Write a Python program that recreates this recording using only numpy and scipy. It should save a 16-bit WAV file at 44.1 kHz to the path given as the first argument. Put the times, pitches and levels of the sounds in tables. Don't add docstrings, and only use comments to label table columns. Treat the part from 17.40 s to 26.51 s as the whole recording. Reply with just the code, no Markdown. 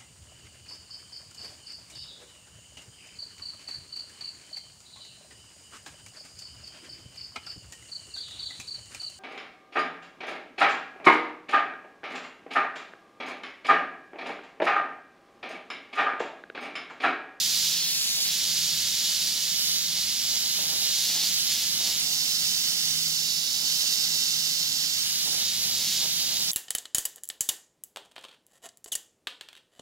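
import sys
import numpy as np
from scipy import signal
from scipy.fft import rfft, irfft
from scipy.io import wavfile
from scipy.ndimage import uniform_filter1d, map_coordinates

SR = 44100
rng = np.random.default_rng(int(sys.argv[2]) if len(sys.argv) > 2 else 0)


def master_out(mix):
    frames = np.transpose(np.atleast_2d(mix))
    ceiling = np.clip(frames, -1, 1)
    pcm = np.round(ceiling * 32767).astype(np.int16)
    wavfile.write(sys.argv[1], SR, pcm)


N = 401751
TIME = np.arange(N) / SR

# time_s, lag_ms (left port behind right; positive with the nozzle to the right)
SWEEP_TURNS = [(0.17, .014), (0.65, -.1), (0.82, -.103), (0.97, .025), (2.02, .022), (2.26, .092),
               (2.56, .036), (3.37, .078), (3.79, -.028), (4.01, .097), (4.18, -.008), (4.33, .092),
               (4.49, .01), (4.68, .145), (5.55, .13), (6.05, .19), (6.35, .155), (7.52, .152),
               (7.75, .082), (7.92, .111), (8.11, .039), (8.27, .083), (8.46, -.02), (8.72, .082),
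               (8.95, .056), (9.11, .112)]
# time_s, gain_db
NOZZLE_NEARNESS = [(0, 1.5), (0.65, -.3), (1.65, .6), (2.03, -.7), (2.26, 1.6), (2.47, -1), (3.8, .8),
                   (4.55, .1), (5.2, .7), (6.1, -1), (6.45, .7), (7.5, -.9), (8.2, -.6), (8.47, .6),
                   (8.8, -.6), (9.11, .1)]
# frequency_hz, gain_db
LEFT_HISS_COLOUR = [(500, -34), (1200, -23.5), (1800, -15), (2300, -11), (2750, -8.5), (3300, -2),
                    (4000, 2), (5000, 0.2), (6200, -5.5), (7400, -4.5), (8400, -13), (10500, -9.5),
                    (14000, -13), (15700, -15)]
RIGHT_HISS_COLOUR = [(500, -36), (1200, -27.5), (1800, -18.5), (2300, -15.5), (3000, -6.5), (3800, -3.0),
                     (4600, -0.53), (5300, -1), (6200, -3.5), (7000, -5.5), (8300, -16.5), (10800, -16.5),
                     (14000, -19), (15700, -19.5)]
# frequency_hz, gain_db
MIST_COLOUR = [(1000, -3.5), (4000, -12.5), (7000, -5), (10000, 0), (15000, 1.5)]
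SOIL_DRUM_COLOUR = [(100, -23), (250, -1.5), (450, -3.5), (800, 1.5), (1200, -9.5), (2000, -7.5),
                    (6000, -38)]
LEAF_TICK_COLOUR = [(400, -23.5), (1200, -12.5), (2200, -5), (4500, 2), (8000, -10), (15000, -9.5)]
# start_s, length_s, level_db
WATER_SLUGS = [(2.85, 0.18, -54.5), (3.19, .22, -48.5), (3.65, 0.19, -52.5), (4.41, .07, -50),
               (4.66, 0.12, -57), (6.1, .2, -57), (7.86, .11, -47.5), (8.25, .09, -51), (8.58, 0.071, -51),
               (8.82, 0.25, -54.5)]
# frequency_hz, gain_db
RUMBLE_MID_COLOUR = [(20, -27), (40, -17), (60, -7), (100, -1.5), (122, -5.5), (150, 3), (220, 1.5),
                     (310, -7), (460, -14), (750, -10), (1150, -18), (3000, -25)]
RUMBLE_SIDE_COLOUR = [(20, -18), (90, -6), (220, 0.5), (450, -3), (800, 1), (1300, -1), (3000, -20)]
# time_s, level_db
RUMBLE_COURSE = [(0, -53.5), (7.4, -52.5), (9.11, -49)]
# pitch_hz, level_db, swell_share (0-1, of both throb and swells)
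MACHINE_TONES = [(91.5, -67, .7), (162, -58.5, 1), (360, -73.5, .2), (602.5, -69.5, .1)]
# peak_s, rise_db
MACHINE_SWELLS = [(1.3, 7), (5.6, 6)]


def nozzle():
    lag_ms = hand_sweep(SWEEP_TURNS)
    near_db = curve(NOZZLE_NEARNESS) + 0.2 * walk(6)
    left_db = -27.5 - 10 * lag_ms + near_db
    right_db = -24 + 2.5 * lag_ms + near_db
    body_sway_ms = 0.008 * walk(2.005)
    jet = breakup()
    left, right = body_reflection(jet, lag_ms, body_sway_ms)
    left, right = phone_shade(delay(left, lag_ms / 2), delay(right, -lag_ms / 2), lag_ms)
    ports = []
    for direct, points, db in ((left, LEFT_HISS_COLOUR, left_db), (right, RIGHT_HISS_COLOUR, right_db)):
        mist = colour(breakup(), MIST_COLOUR)
        heard = direct + undb(1) * mist + undb(-10.5) * surroundings(jet)
        ports.append(colour(heard, points) * undb(db))
    return np.array(ports)


def breakup(drops_per_s=9000, spread_db=1.75, air_db=-1, flutter_db=0.5):
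    snaps = drops(drops_per_s, spread_db)
    air = undb(air_db) * rng.standard_normal(N)
    return unit(snaps + air) * undb(flutter_db * walk(45))


def hand_sweep(turns):
    turn_s, place = np.transpose(turns)
    stroke = np.interp(TIME, turn_s, np.arange(len(turn_s)))
    eased = np.floor(stroke) + np.sin(np.pi / 2 * (stroke % 1)) ** 2
    return np.interp(eased, np.arange(len(turn_s)), place)


def body_reflection(jet, lag_ms, sway_ms, left_ms=1.325, right_ms=1.205, settle_s=0.8):
    settled_lag_ms = uniform_filter1d(lag_ms, int(settle_s * SR))
    strength = np.clip(0.063 + 1.65 * settled_lag_ms, 0, 1)
    echo = strength * band(jet, 3300, 12000)
    return jet + 0.71 * delay(echo, left_ms + sway_ms), jet - delay(echo, right_ms + sway_ms)


def phone_shade(left, right, lag_ms):
    shade = np.clip((lag_ms - 0.07) / 0.18, 0, 0.6)
    left = left - shade * band(left, 6400, 2200)
    right = right + 0.64 * shade * band(right, 5400, 630)
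    left = left - 1.1 * shade * band(left, 2620, 350)
    right = right - 0.7 * shade * band(right, 2270, 350)
    return left, right


def surroundings(jet, count=12, first_ms=2.2, last_ms=12, sway_ms=0.062):
    echoes = 0
    for ms in rng.uniform(first_ms, last_ms, count):
        path_s = (ms + sway_ms * walk(1.5)) / 1000
        echoes = echoes + rng.choice([-1, 1]) * np.interp(TIME - path_s, TIME, jet)
    return unit(echoes)


def water_on_soil(patter_db=-60):
    slug_power = sum((undb(db) * slug(start_s, length_s)) ** 2 for start_s, length_s, db in WATER_SLUGS)
    envelope = np.sqrt(undb(patter_db) ** 2 + slug_power)
    drumming = landing(SOIL_DRUM_COLOUR, drops_per_s=900, spread_db=3)
    return drumming * envelope * undb(2 * walk(45)) * undb([[-0.5], [1.3]])


def slug(start_s, length_s, attack_s=0.04, decay_s=0.076):
    attack = np.clip((TIME - start_s) / attack_s + 1, 0, 1)
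    return attack * np.exp(-np.maximum(TIME - start_s - length_s, 0) / decay_s)


def water_on_leaves():
    return landing(LEAF_TICK_COLOUR, drops_per_s=500, spread_db=3.2) * undb(-44 + 1.5 * walk(4))


def landing(points, drops_per_s, spread_db, width=0.93):
    centre = drops(drops_per_s, spread_db)
    ports = [centre + width * drops(drops_per_s, spread_db) for _ in range(2)]
    return colour(np.array(ports), points)


def drops(per_s, spread_db):
    count = int(per_s * N / SR)
    size = undb(spread_db * np.minimum(rng.exponential(size=count), 5))
    return unit(np.bincount(rng.integers(N, size=count), size * rng.choice([-1, 1], count), N))


def distant_rumble():
    mid = colour(rng.standard_normal(N), RUMBLE_MID_COLOUR)
    side = undb(-6.5) * colour(rng.standard_normal(N), RUMBLE_SIDE_COLOUR)
    return np.array([mid + side, mid - side]) * undb(curve(RUMBLE_COURSE) + 0.82 * walk(2.98))


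def distant_machine(throb_hz=2.5, throb_peak_s=3.85, swell_width_s=0.18):
    throb_db = 1.5 * np.cos(2 * np.pi * throb_hz * (TIME - throb_peak_s))
    swell_db = sum(db * np.exp(-((TIME - peak_s) / swell_width_s) ** 2) for peak_s, db in MACHINE_SWELLS)
    hum = 0
    for pitch_hz, level_db, swell_share in MACHINE_TONES:
        phase = 2 * np.pi * np.cumsum(pitch_hz + 0.2 * np.sqrt(pitch_hz) * walk(20)) / SR
        tone_db = level_db + swell_share * (throb_db + swell_db) + 1.8 * walk(6)
        hum = hum + np.sqrt(2) * np.sin(phase) * undb(tone_db)
    return hum


def colour(x, points, size=16384):
    hz, db = np.transpose(points)
    log_hz = np.log(np.fft.rfftfreq(size, 1 / SR) + 1)
    gain = undb(np.interp(log_hz, np.log(hz), db))
    cepstrum = irfft(np.log(gain))
    response = irfft(np.exp(rfft(2 * cepstrum[:size // 2], size)))[:size // 2]
    return unit(np.apply_along_axis(signal.oaconvolve, -1, x, response)[..., :N])


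def band(x, hz, width_hz):
    return signal.lfilter(*signal.iirpeak(hz, hz / width_hz, fs=SR), x)


def delay(x, ms):
    return map_coordinates(x, [np.arange(N) - ms * SR / 1000], order=3)


def walk(per_s):
    hold = max(int(SR / per_s), 1)
    held = np.repeat(rng.standard_normal(N // hold + 2), hold)[rng.integers(hold):][:N]
    return unit(uniform_filter1d(uniform_filter1d(held, hold), hold))


def curve(table):
    return np.interp(TIME, *np.transpose(table))


def undb(db):
    return 10 ** (np.asarray(db) / 20)


def unit(x):
    return x / np.sqrt(np.mean(x ** 2))


def scene():
    watering = nozzle() + water_on_soil() + water_on_leaves()
    background = distant_rumble() + distant_machine()
    return watering + background * undb([[-0.6], [0.6]])


def record(dry):
    return signal.sosfilt(signal.ellip(12, 0.1, 80, 15750, fs=SR, output="sos"), dry)


dry = scene()
out = record(dry)
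master_out(out)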